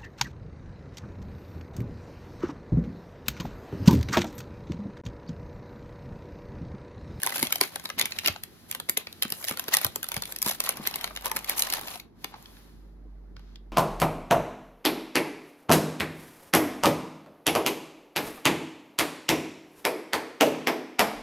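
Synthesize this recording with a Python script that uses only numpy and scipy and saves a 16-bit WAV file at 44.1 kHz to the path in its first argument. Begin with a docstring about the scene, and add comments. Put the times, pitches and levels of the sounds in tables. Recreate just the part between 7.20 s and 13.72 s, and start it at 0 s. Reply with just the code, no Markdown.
"""Paper rasps and creases snap as a small paper food bag is pulled open by hand, close to two ports in a small room.
Snaps are shaped noise bursts with facet rings; rubbing is crackle grains over hiss, with a dull handling rumble.
Wall flaps are soft low thuds of decaying sines; digging fingers are short rings near 900 Hz.
A low appliance hum, faint steady tones and filtered room noise lie underneath; the hum swells late."""
import sys
import numpy as np
from scipy import signal
from scipy.fft import rfft, irfft, next_fast_len
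from scipy.io import wavfile
from scipy.ndimage import map_coordinates

SR = 44100
rng = np.random.default_rng(int(sys.argv[2]) if len(sys.argv) > 2 else 0)


def generate_wav(signal):
    """Clip the signal to [-1, 1] and save it as 16-bit WAV at the path in sys.argv[1]."""
    frames = np.transpose(np.atleast_2d(signal))
    scaled = np.clip(frames, -1, 1) * 32767
    pcm = np.round(scaled).astype(np.int16)
    wavfile.write(sys.argv[1], SR, pcm)


N = 287532

# main creases buckling, before trims: [t/s, rasp level over first 4.5 ms/dB, body re rasp/dB,
# crisp re rasp/dB, main facet f/Hz]
MAIN_CREASES = [(0.033, -27.5, 1, 6.5, 1670), (0.0437, -36.5, -2, -1.5, 1464), (0.0639, -28.5, 2, 6.5, 945),
                (0.0718, -25, -1, -2.5, 3860), (0.1225, -30.5, 0, -11.5, 2000), (0.1601, -33, 2, 0.5, 2430),
                (0.181, -30.5, -7.5, -1, 3402), (0.1937, -32.5, -4.5, 1, 2239),
                (0.2279, -20.5, -9, 2, 2230), (0.2514, -33, -27, -7.5, 3120), (0.27, -29, -12.5, -4, 4100),
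                (0.3249, -20, -9, 1.5, 3100), (0.3574, -27, -5.5, 1.5, 3145), (0.4116, -15, -7.5, -1, 4070),
                (0.436, -26, -5.5, -9.5, 2240), (0.5582, -31, -3, 3, 3320),
                (0.6558, -27, -9.5, -10.5, 3860), (0.6907, -40.5, -4, -2, 955),
                (0.701, -29.5, -1.5, -8.5, 2040), (0.7894, -27, -15, -0.5, 3450),
                (0.7957, -20.5, -12, -1.5, 4260), (0.813, -18.5, -18.5, -4, 3400),
                (0.824, -31, -12, -2.5, 2280), (0.8562, -25, -10, -1, 2280), (0.9209, -28, -27, -15, 4830),
                (0.9877, -24, -28, -6.5, 2730), (0.9946, -35.5, -23, -10, 6100),
                (1.0534, -31, -8, -8.5, 2880), (1.0608, -18, -21, -5.5, 2820),
                (1.0748, -20, -11.5, -1.5, 3170), (1.0823, -17.5, -9.5, -9.5, 4530),
                (1.161, -37.5, 0.5, -20, 785), (1.2358, -36, -12, 5, 4470), (1.5131, -33, -29, 7.5, 2300),
                (1.5257, -37, -14, -4, 3280), (1.549, -30, -5, -1.5, 3650), (1.6002, -31.5, -6, 0, 4200),
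                (1.6893, -30.5, -2, -5.5, 2210), (1.6955, -25.5, -7, 8.5, 2250),
                (1.7719, -22.5, -16, -7.5, 2160), (1.775, -29.5, -17, 10.5, 3420),
                (1.8705, -32, -9, -19, 2570), (1.9272, -40, -26, -3, 4060), (2.0238, -19, -14, -3, 3170),
                (2.0316, -25, -13.5, 0, 2770), (2.0506, -36, -0.5, -6.5, 1560),
                (2.1027, -38, -6.5, 8, 2830), (2.1224, -26, -10, 1.5, 4000), (2.2424, -31.5, -5.5, 0, 5660),
                (2.2493, -37.5, -26.5, 6, 6500), (2.284, -27.5, -29.5, 1.5, 1890), (2.295, -38, -3, 9, 818),
                (2.3107, -30.5, 0.5, -0.5, 2250), (2.3374, -43.5, 2.5, -6.5, 1210),
                (2.373, -32.5, -4.5, -1, 1390), (2.3955, -29.5, -6, 5, 4000),
                (2.4822, -29.5, -2, -1.5, 3700), (2.4889, -35, -6, 0, 6202), (2.528, -37.5, 0, -9, 825),
                (2.537, -21.5, -24, -1.5, 1880), (2.5407, -17.5, -8.5, 3, 1956), (2.5489, -25, -4, 5, 3470),
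                (2.5691, -22, -5.5, 5.5, 6300), (2.5852, -32, -9.5, -1, 2470),
                (2.6145, -34.5, -1, 6.5, 4090), (2.6468, -22.5, -4, 5.5, 3770),
                (2.6655, -30.5, -6.5, 2.5, 730), (2.7589, -33, -1.5, 9, 870), (2.83, -30.5, -6, 2.5, 1540),
                (2.8424, -33, -5.5, 3, 3560), (2.8875, -37, -5, 9, 4540), (2.9179, -28.5, -4.5, -2.5, 2460),
                (2.9425, -34, -14, 3.5, 2330), (2.9656, -29, -2, 0.5, 2230),
                (2.9771, -36.5, -8, -2.5, 4565), (3.022, -31, -5.5, 2, 3580),
                (3.0354, -32, -19, -10.5, 4393), (3.055, -36, -24, 1.5, 3600), (3.1229, -36, -6, 5, 3280),
                (3.1621, -33, -15, 2, 5030), (3.1869, -41.5, -21, 6.5, 4160), (3.2185, -33, -15, 8.5, 5730),
                (3.2267, -28.5, -8, 9, 4810), (3.2475, -39.5, -11, 4.5, 4307), (3.2618, -28, -2, 2.5, 980),
                (3.2754, -31.5, -0.5, 1, 991), (3.284, -31.5, -7, 6.5, 6100), (3.4034, -25, -7, 5, 5500),
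                (3.4391, -38, -9, 8, 5100), (3.4634, -33, -9, -2, 1930), (3.4725, -36.5, 5.5, -10.5, 1095),
                (3.4913, -23.5, -5.5, 5.5, 4200), (3.5071, -35, -13, -4.5, 3730),
                (3.6671, -32.5, -4.5, -0.5, 1550), (3.6728, -22.5, -30, 2.5, 4120),
                (3.7407, -30, -12, -17.5, 3100), (3.7581, -31, -5, 6, 1120), (3.8112, -34, -13, -2.5, 3359),
                (3.8425, -23.5, -6.5, -6, 2270), (3.875, -37.5, 0, -16.5, 2880),
                (3.908, -49.5, 11.5, -23, 1120), (3.9626, -31, -12.5, -5, 2700),
                (3.9728, -31.5, -5, -11.5, 2920), (4.0577, -31.5, 3, 7, 1000), (4.0657, -32, -1.5, 2, 1060),
                (4.1153, -29, 2.5, 3, 890), (4.163, -30, -3.5, 0.5, 2600), (4.1674, -26.5, -6, 2, 910),
                (4.245, -35.5, -16, 0, 3620), (4.2959, -24.5, -6.5, 5.5, 3770), (4.394, -28.5, -9, 8, 5900),
                (4.4219, -21.0, -24.5, 2.5, 4080), (4.4346, -32, -9, -4, 2400),
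                (4.501, -30.5, -19, 1, 4800), (4.5251, -26, -13, -1, 4090), (4.537, -24.5, -6.5, 2.5, 3400),
                (4.6124, -42, 0, 5.5, 861), (4.6827, -32.5, -10, -12, 2640), (4.7568, -38.5, 0, -6, 734),
                (4.799, -37.5, -21, -5.5, 4410), (5.0445, -28.5, -5.5, -4, 836),
                (5.1401, -55.5, 17, -22, 840), (5.226, -58, -6, 6.5, 6500), (5.258, -44, -18, -16, 3335),
                (5.3688, -53, -3, -12.5, 1660), (6.166, -47.5, -3.5, -23, 1453),
                (6.1944, -56.5, 0, -10, 900), (6.358, -44.5, -17, -18.5, 3630)]
# bag wall flaps: [t/s, peak level before trim/dB, nominal settled f/Hz]
WALL_FLAPS = [(0.229, -21.5, 235), (0.411, -19.5, 546), (0.414, -22, 384), (0.56, -25.5, 680),
              (1.078, -29.5, 278), (1.096, -31.5, 86.5), (1.696, -28.5, 313), (1.775, -24.5, 408),
              (2.052, -27, 220), (2.12, -34, 176), (2.31, -28.5, 216), (2.484, -28, 394),
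              (2.648, -28.5, 510), (2.653, -29.5, 124), (2.666, -33, 557), (2.761, -29.5, 354),
              (2.971, -26, 126), (3.264, -24, 198), (3.598, -29.5, 196), (3.675, -33.5, 229),
              (5.046, -34.5, 278)]
# modes of a bag wall: [frequency ratio, level/dB]
WALL_MODES = [(1, 1), (.66, -6.5), (1.55, -4), (2.2, -10), (3.3, -9.5)]
# paper registers, rows body, rasp, crisp: [low f/Hz, high f/Hz]
REGISTERS_HZ = [(420, 1543), (1400, 6040), (7400, 13760)]
# tone of thin paper: [f/Hz, gain/dB]
PAPER_TONE = [(300, -8), (900, -6.5), (1400, -5.5), (2000, 3.5), (3100, 4), (4100, 5), (5600, 0.5),
              (7800, -4), (10000, -1), (12000, -4), (14300, -2.5), (15400, 4.5), (16100, -8)]
# phase lead of left port over right: [f/Hz, phase/rad]
PORT_LEAD = [(0, 0), (500, .6), (1300, .6), (2000, 1.4), (3000, 2.7), (4200, 2.8), (6600, 4.8), (7600, 3.8),
             (8400, 3.14), (9500, 2.4), (10300, 1.55), (11200, .8), (12500, 0), (13500, -.55),
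             (15300, -2.3)]
# left-right likeness of paper sound: [f/Hz, coherence/0-1]
PORT_LIKENESS = [(200, 0.1), (500, 0), (1000, 0.68), (3000, 0.26), (5300, 0.29), (8000, 0.99), (12500, 1),
                 (16000, 0.6)]
# fingers crumple or drag the paper, before trims: [t/s, hold/s, rasp level/dB, crisp re rasp/dB]
STROKES_RASP = [(0.04, 0.033, -40, -4), (0.141, 0.1, -38, 3.5), (0.338, 0.022, -43, 1.5),
                (0.406, 0.045, -38, 2.5), (0.646, 0.014, -43, 0.5), (0.781, 0.042, -31, -14.5),
                (0.965, 0.013, -42, -4.5), (1.048, 0.02, -30.5, -5.5), (1.49, 0.063, -52, 0.5),
                (1.787, 0.021, -47, -14), (2.148, 0.15, -50, 6), (2.28, 0.019, -33.5, 0),
                (2.528, 0.047, -33.5, -5), (2.616, 0.023, -35.5, -1.5), (2.929, 0.057, -41, -1),
                (3.071, 0.036, -48, 3), (3.257, 0.055, -37, 2.5), (3.442, 0.016, -37, 1),
                (3.479, 0.015, -36.5, -6.5), (3.655, 0.017, -38.5, -9.5), (4.049, 0.014, -37, -2),
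                (4.154, 0.02, -36, -2.5), (4.274, 0.051, -35.5, -3.5), (4.375, 0.028, -34, 7.5),
                (4.426, 0.17, -39.5, -2), (4.503, 0.035, -35, -5), (4.672, 0.073, -40.5, -1),
                (5.125, 0.025, -46.5, -20), (6.167, 0.18, -64.5, -17)]
# steady sliding under the holding hands, before trims: [t/s, rasp level/dB]
SLIDING_RASP = [(0, -48), (.1, -39.5), (.4, -50), (.53, -51), (.75, -56.5), (.87, -50.5), (1.14, -49),
                (1.21, -58.5), (1.93, -56.5), (2.37, -49), (2.79, -53.5), (3.36, -53.5), (3.62, -44.5),
                (3.85, -45.5), (3.95, -54.5), (4.6, -43), (4.76, -53.5), (4.9, -75.5)]
# fingers dig in the open bag: [t/s, hold/s, level/dB]
FINGER_DIGS = [(3.433, 0.41, -50.5), (4.05, 0.056, -44), (4.29, 0.3, -46.5), (5.129, 0.016, -54)]
# appliance hum before flutter: [t/s, rms level/dB]
HUM_LEVEL = [(2.6, -82), (3.0, -58), (3.7, -69), (3.9, -51.5), (4.9, -65), (5.35, -57), (5.55, -50),
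             (6.0, -45.5)]
# appliance hum before wander, sinking a little: [t/s, f/Hz]
HUM_FREQUENCY = [(5.2, 49.6), (5.9, 48.3), (6.5, 47.2)]
# faint steady tones above the hum: [f/Hz, rms level/dB], before wander and flutter
FAINT_TONES = [(172.3, -65), (226.1, -66), (339.1, -72.5)]
# spectrum of the room's low rush: [f/Hz, gain/dB]
AIR_TONE = [(20, -26.5), (45, -7), (90, 2), (180, -5), (280, -2.5), (400, -7), (560, -17), (900, -20.5),
            (2000, -33.5), (4000, -56), (14000, -62.5)]
# room decay: [f/Hz, t60/s]
ROOM_T60 = [(150, 0.29), (1000, 0.16), (4000, 0.23), (14000, 0.11)]

FACET_HZ = 2358  # usual ring of a paper facet
TOP_HZ = 16600
SMALL_CREASES_END_S = 4.8
STROKE_RISE_DB_PER_S, STROKE_FALL_DB_PER_S = 1402, 330.5
DIG_RISE_DB_PER_S, DIG_FALL_DB_PER_S = 291, 82
# harder rubbing is brighter: (offset/dB at the usual rasp level, slope/dB per dB of rasp)
USUAL_RASP_DB, BODY_LAW, CRISP_LAW = -46.5, (-3.5, 0.74), (-2.4, 1.3)
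# soft brushing as the hand lifts the food away
BRUSH_S, BRUSH_HOLD_S, BRUSH_DB, BRUSH_CRISP_DB = 5.025, 0.36, -57.5, -5.5
BRUSH_RISE_DB_PER_S, BRUSH_FALL_DB_PER_S = 220, 45


def amp(db):
    """Decibels to gain."""
    return 10 ** (np.asarray(db) / 20)


def unit(x):
    """Scale to rms 1."""
    return x / np.sqrt(np.mean(x ** 2) + 1e-20)


def along(points, hz):
    """Interpolate (f/Hz, value) points on a log frequency axis."""
    f, value = np.transpose(points)
    return np.interp(np.log(hz + 1), np.log(f + 1), value)


def curve(rows):
    """Interpolate (t/s, value) rows to one value per sample."""
    s, value = np.transpose(rows)
    return np.interp(np.arange(N) / SR, s, value)


def wobble(knots_per_s):
    """Smooth random curve through normally distributed knots."""
    knots = rng.standard_normal(int(N * knots_per_s / SR) + 4)
    return map_coordinates(knots, [np.arange(N) * knots_per_s / SR])


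def filtered(x, response):
    """Apply a complex response of frequency to x."""
    n = x.shape[-1]
    m = next_fast_len(n + n // 8)
    return irfft(rfft(x, m) * response(np.fft.rfftfreq(m, 1 / SR)), m)[..., :n]


def band(x, low_hz, high_hz, order=3):
    """Causal Butterworth band-pass."""
    edges = [low_hz, min(high_hz, SR / 2 - 1)]
    return signal.sosfilt(signal.butter(order, edges, 'band', fs=SR, output='sos'), x)


def add(track, s, sound):
    """Mix a sound into the track at s seconds."""
    i = max(round(s * SR), 0)
    part = track[..., i:i + sound.shape[-1]]
    part += sound[..., :part.shape[-1]]


def widened(mid, side, width):
    """Left and right from a common signal and a smaller opposed one."""
    return np.array([mid + width * side, mid - width * side])


def at_ports(pair, lag_s=0):
    """Turn two unrelated signals into paper sound at two ports, partly alike and phase-shifted."""
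    def split(hz):
        turn = np.arccos(np.clip(along(PORT_LIKENESS, hz), 0, 1)) / 2
        return amp(along(PAPER_TONE, hz)) * [np.cos(turn), np.sin(turn)]

    def phase(hz):
        lead = along(PORT_LEAD, hz) + 2 * np.pi * hz * lag_s
        return np.exp(.5j * np.outer([1, -1], lead))

    mid, side = filtered(pair, split)
    return filtered(np.array([mid + side, mid - side]), phase)


def grains(rate_per_s, centre_hz, scatter, cycles, spread_db):
    """Two unrelated trains of tiny damped rings of random pitch and size; rms 1."""
    count = max(int(rate_per_s * N / SR), 1)
    start, pitch, size, side = rng.random((count, 4)).T[:, :, None]
    t = np.arange(int(SR * min(cycles / centre_hz, .03))) / SR
    hz = np.minimum(centre_hz * np.exp(scatter * (2 * pitch - 1)), SR / 2.5)
    height = amp(spread_db * np.minimum(-np.log(1 - size), 4)) * np.sqrt(hz)
    decay = np.exp(-np.log(1000) * hz / cycles * t)  # 60 dB in the given cycles
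    rings = height * decay * np.sin(2 * np.pi * hz * t)
    where = (start * (N - len(t))).astype(int) + np.arange(len(t)) + N * (side > .5)
    return unit(np.bincount(where.ravel(), rings.ravel(), 2 * N).reshape(2, N))


def gesture(start_s, hold_s, rise_db_per_s, fall_db_per_s):
    """Rise, top and fall of one movement, in dB below its top."""
    t = np.arange(N) / SR - start_s
    return np.minimum(np.minimum(rise_db_per_s * t, fall_db_per_s * (hold_s - t)), 0)


def patchy(x, depth_db):
    """Vary the level smoothly at random over time and frequency; rms 1."""
    z = signal.stft(x, nperseg=512)[2]
    blur = np.outer(np.hanning(7), np.hanning(9))
    field = signal.fftconvolve(rng.standard_normal(z.shape[1:]), blur, 'same')
    return unit(signal.istft(z * amp(depth_db * unit(field)), nperseg=512)[1][:, :N])


def background(air_db=-57, width=0.61):
    """Slowly wandering sines for the hum and faint tones, over noise shaped as the room's low rush."""
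    def tone(hz, db):
        phase = 2 * np.pi * np.cumsum(hz + 0.15 * wobble(3.4)) / SR
        return np.sqrt(2) * np.sin(phase) * amp(db + 1.1 * wobble(9))

    hum = tone(curve(HUM_FREQUENCY), curve(HUM_LEVEL))
    hum = hum + sum(tone(hz, db) for hz, db in FAINT_TONES)
    noise = patchy(rng.standard_normal((2, N)), depth_db=2.5)
    mid, side = filtered(noise, lambda hz: amp(along(AIR_TONE, hz)))
    air = unit(widened(mid, side, width) * amp(0.2 * wobble(8.9)))
    return hum + air * amp(air_db)


def rubbing():
    """Body, rasp and crisp levels in dB: the strongest of strokes, sliding and last brushing wins."""
    def follow(rasp_db, offset_db, slope):
        return USUAL_RASP_DB + offset_db + slope * (rasp_db - USUAL_RASP_DB)

    sliding_db = curve(SLIDING_RASP)
    brush = gesture(BRUSH_S, BRUSH_HOLD_S, BRUSH_RISE_DB_PER_S, BRUSH_FALL_DB_PER_S)
    rasp_db = np.maximum(sliding_db, BRUSH_DB + brush)
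    brush_crisp_db = BRUSH_DB + BRUSH_CRISP_DB + CRISP_LAW[1] * brush
    crisp_db = np.maximum(follow(sliding_db, *CRISP_LAW), brush_crisp_db)
    for s, hold_s, db, crisp_re_rasp_db in STROKES_RASP:
        stroke_db = db + gesture(s, hold_s, STROKE_RISE_DB_PER_S, STROKE_FALL_DB_PER_S)
        rasp_db = np.maximum(rasp_db, stroke_db)
        crisp_db = np.maximum(crisp_db, stroke_db + crisp_re_rasp_db)
    return follow(rasp_db, *BODY_LAW), rasp_db, crisp_db


def rustle(levels_db, slide=0.73, trims_db=(-1.5, -2.5, 0), still_db=-57):
    """Tiny creases crackle over sliding hiss; at low rasp levels smooth hiss dominates."""
    moving = np.clip((levels_db[1] - still_db) / 10, .04, 1)
    crackle = grains(rate_per_s=2400, centre_hz=2698, scatter=1.64, cycles=18, spread_db=2.0)
    hiss = rng.standard_normal((2, N))
    # the sheets catch and let go, so the sound comes in clumps
    clumps = unit(amp(3.0 * wobble(170) + 2.4 * wobble(45)))
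    scrape = unit((crackle + slide * hiss) * clumps)
    smooth = rng.standard_normal((2, N))
    sheet = at_ports(np.sqrt(moving) * scrape + np.sqrt(1 - moving) * smooth)
    out = np.zeros((2, N))
    for edges, level_db, trim_db in zip(REGISTERS_HZ, levels_db, trims_db):
        out += unit(band(sheet, *edges)) * amp(level_db + trim_db)
    return out


def handling(body_db, level_db=-7, lump_db=7, most_db=-43, width=0.11, steadied_s=3.8, steadied_db=-3.0):
    """Moving hands shake the bag: lumpy low noise follows the rubbing, less once it lies in the palm."""
    mid, side = band(rng.standard_normal((2, N)), 140, 410, order=2)
    steadied = curve([(steadied_s - .1, 0), (steadied_s, steadied_db)])
    lumps = lump_db * np.tanh(wobble(25))
    shake_db = np.minimum(body_db, most_db) + level_db + steadied + lumps
    return unit(widened(mid, side, width)) * amp(shake_db)


def creases(rasp_db, over_db=6, most_db=-39, least_db=-55,
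            body_db=-4, crisp_db=1, tint_db=2.0, pitch_spread=0.6, count=64):
    """Main crease rows, plus small ones at random times where the rubbing is hard enough."""
    rows = list(MAIN_CREASES)
    for s in rng.random(count) * SMALL_CREASES_END_S:
        body, crisp, pitch = rng.standard_normal(3)
        rub_db = rasp_db[int(s * SR)]
        if rub_db > least_db:
            rows.append((s, min(rub_db + over_db, most_db), body_db + tint_db * body,
                         crisp_db + tint_db * crisp, FACET_HZ * np.exp(pitch_spread * pitch)))
    return rows


def ripple(depth_db, size=72):
    """Random blunt peaks and deeper dips, as a gain of frequency."""
    gain_db = depth_db * np.minimum(rng.standard_normal(size), 1.2)
    points = np.column_stack([np.geomspace(300, SR / 2, size), gain_db])
    return lambda hz: amp(along(points, hz))


def snaps(rows, count=5):
    """A crease pops through: a faint noise swell, then a kick, ms of flutter, and facets ringing."""
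    t60s_s, trims_db = (.02, .011, .007), (0, -.5, -.5)  # body, rasp, crisp
    facet_t60_s, facet_spread = 0.016, 0.76  # t60 at FACET_HZ; spread in log frequency
    tail_db, tail_t60_s = -27, 0.16
    rise_s, kick, kick_life_s = 0.00016, 3, 0.0001
    lead_in_db, lead_in_time_s = -21, 0.0027
    colour_db, lag_spread_s = 5.5, .000004
    gains = np.r_[0.66, np.full(count, 0.17)]  # main facet, neighbours

    out, pad = np.zeros((2, N)), SR // 160
    clock = (np.arange(SR // 16) - pad) / SR
    t = np.maximum(clock, 0)
    head = slice(pad, pad + 200)  # first 4.5 ms sets the level
    onset = 1 - np.exp(-t / rise_s)
    lead_in = amp(lead_in_db) * np.exp(-np.abs(clock) / lead_in_time_s)
    for s, db, body_db, crisp_db, main_hz in rows:
        # one facet rings out over neighbours of other sizes
        neighbours_hz = FACET_HZ * np.exp(facet_spread * rng.standard_normal(count))
        hz = np.minimum(np.r_[main_hz, neighbours_hz], SR / 3)[:, None]
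        decay = amp(-60 * t / facet_t60_s * np.sqrt(hz / FACET_HZ))
        ring = gains @ (np.sin(2 * np.pi * (hz * t + rng.random(hz.shape))) * decay)
        noise = rng.standard_normal((2, len(t)))
        # every fold radiates with its own lag and colour
        lag_s, colour = lag_spread_s * rng.standard_normal(), ripple(colour_db)
        levels_db = (db + body_db, db, db + crisp_db)
        for edges, t60_s, level_db, trim_db in zip(REGISTERS_HZ, t60s_s, levels_db, trims_db):
            flutter = kick * np.exp(-t / kick_life_s) + amp(-60 * t / t60_s)
            flutter = flutter + amp(tail_db - 60 * t / tail_t60_s)
            pop = noise * (lead_in + onset * flutter) + onset * ring * [[1], [0]]
            pop = band(filtered(at_ports(pop, lag_s), colour), *edges)
            head_rms = np.sqrt(np.mean(pop[:, head] ** 2))
            add(out, s - pad / SR, pop * amp(level_db + trim_db) / head_rms)
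    return out


def flaps(cycles=9, rise_s=0.0007, level_db=-1, tension=0.22, relax_s=0.0041):
    """A bag wall flips over with a firm knock; its modes ring a few cycles, sinking as it slackens."""
    out, t = np.zeros(N), np.arange(SR // 4) / SR
    sag = t + tension * relax_s * (1 - np.exp(-t / relax_s))  # pitch starts high by the tension
    for s, db, hz in WALL_FLAPS:
        ring = np.zeros(len(t))
        for ratio, mode_db in WALL_MODES:
            decay = amp(mode_db - 60 * t * hz * np.sqrt(ratio) / cycles)
            mode_hz = hz * ratio * rng.normal(1, 0.033)
            ring += decay * np.sin(2 * np.pi * (mode_hz * sag + rng.random()))
        ring *= 1 - np.exp(-t / rise_s)
        add(out, s, amp(db + level_db) * ring / np.abs(ring).max())
    return out


def digging():
    """Fingers and crumbed food scratch inside the bag: short damped rings near 900 Hz."""
    scratches = grains(rate_per_s=700, centre_hz=900, scatter=.28, cycles=16, spread_db=3.3)
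    digs_db = [db + gesture(s, hold_s, DIG_RISE_DB_PER_S, DIG_FALL_DB_PER_S)
               for s, hold_s, db in FINGER_DIGS]
    return unit(at_ports(scratches)) * amp(np.max(digs_db, axis=0))


def room(x, wet_db=-15):
    """Nearby walls answer: convolution with decaying noise, lows lasting longest and the top least."""
    _, t, z = signal.stft(rng.standard_normal((2, SR // 2)), SR, nperseg=256)
    t60_hz = np.fft.rfftfreq(256, 1 / SR)
    decay = amp(-60 * t / along(ROOM_T60, t60_hz)[:, None])
    tail = signal.istft(z * decay, SR, nperseg=256)[1]
    tail[:, :SR // 200] = 0  # 5 ms before the first reflection
    wet = signal.fftconvolve(x, tail / np.linalg.norm(tail[0]), axes=1)[:, :N]
    tone = [(500, 1.0), (3000, 3.5), (12000, -16.0)]  # f/Hz, gain/dB
    return amp(wet_db) * filtered(wet, lambda hz: amp(along(tone, hz)))


def scene():
    """Bag a little to the left with its room reflections; background a little to the right."""
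    body_db, rasp_db, crisp_db = rubbing()
    floor = background() * amp([[-.9], [.9]])
    bag = rustle((body_db, rasp_db, crisp_db)) + handling(body_db)
    bag = bag + snaps(creases(rasp_db)) + flaps() + digging()
    bag = bag * amp([[.4], [-.4]])
    return bag + room(bag) + floor


def record(dry):
    """The microphone rounds off the hardest peaks and has a steep band limit."""
    sound = dry / (1 + np.abs(dry / .95) ** 6) ** (1 / 6)
    return filtered(sound, lambda hz: hz < TOP_HZ)


dry = scene()
out = record(dry)
generate_wav(out)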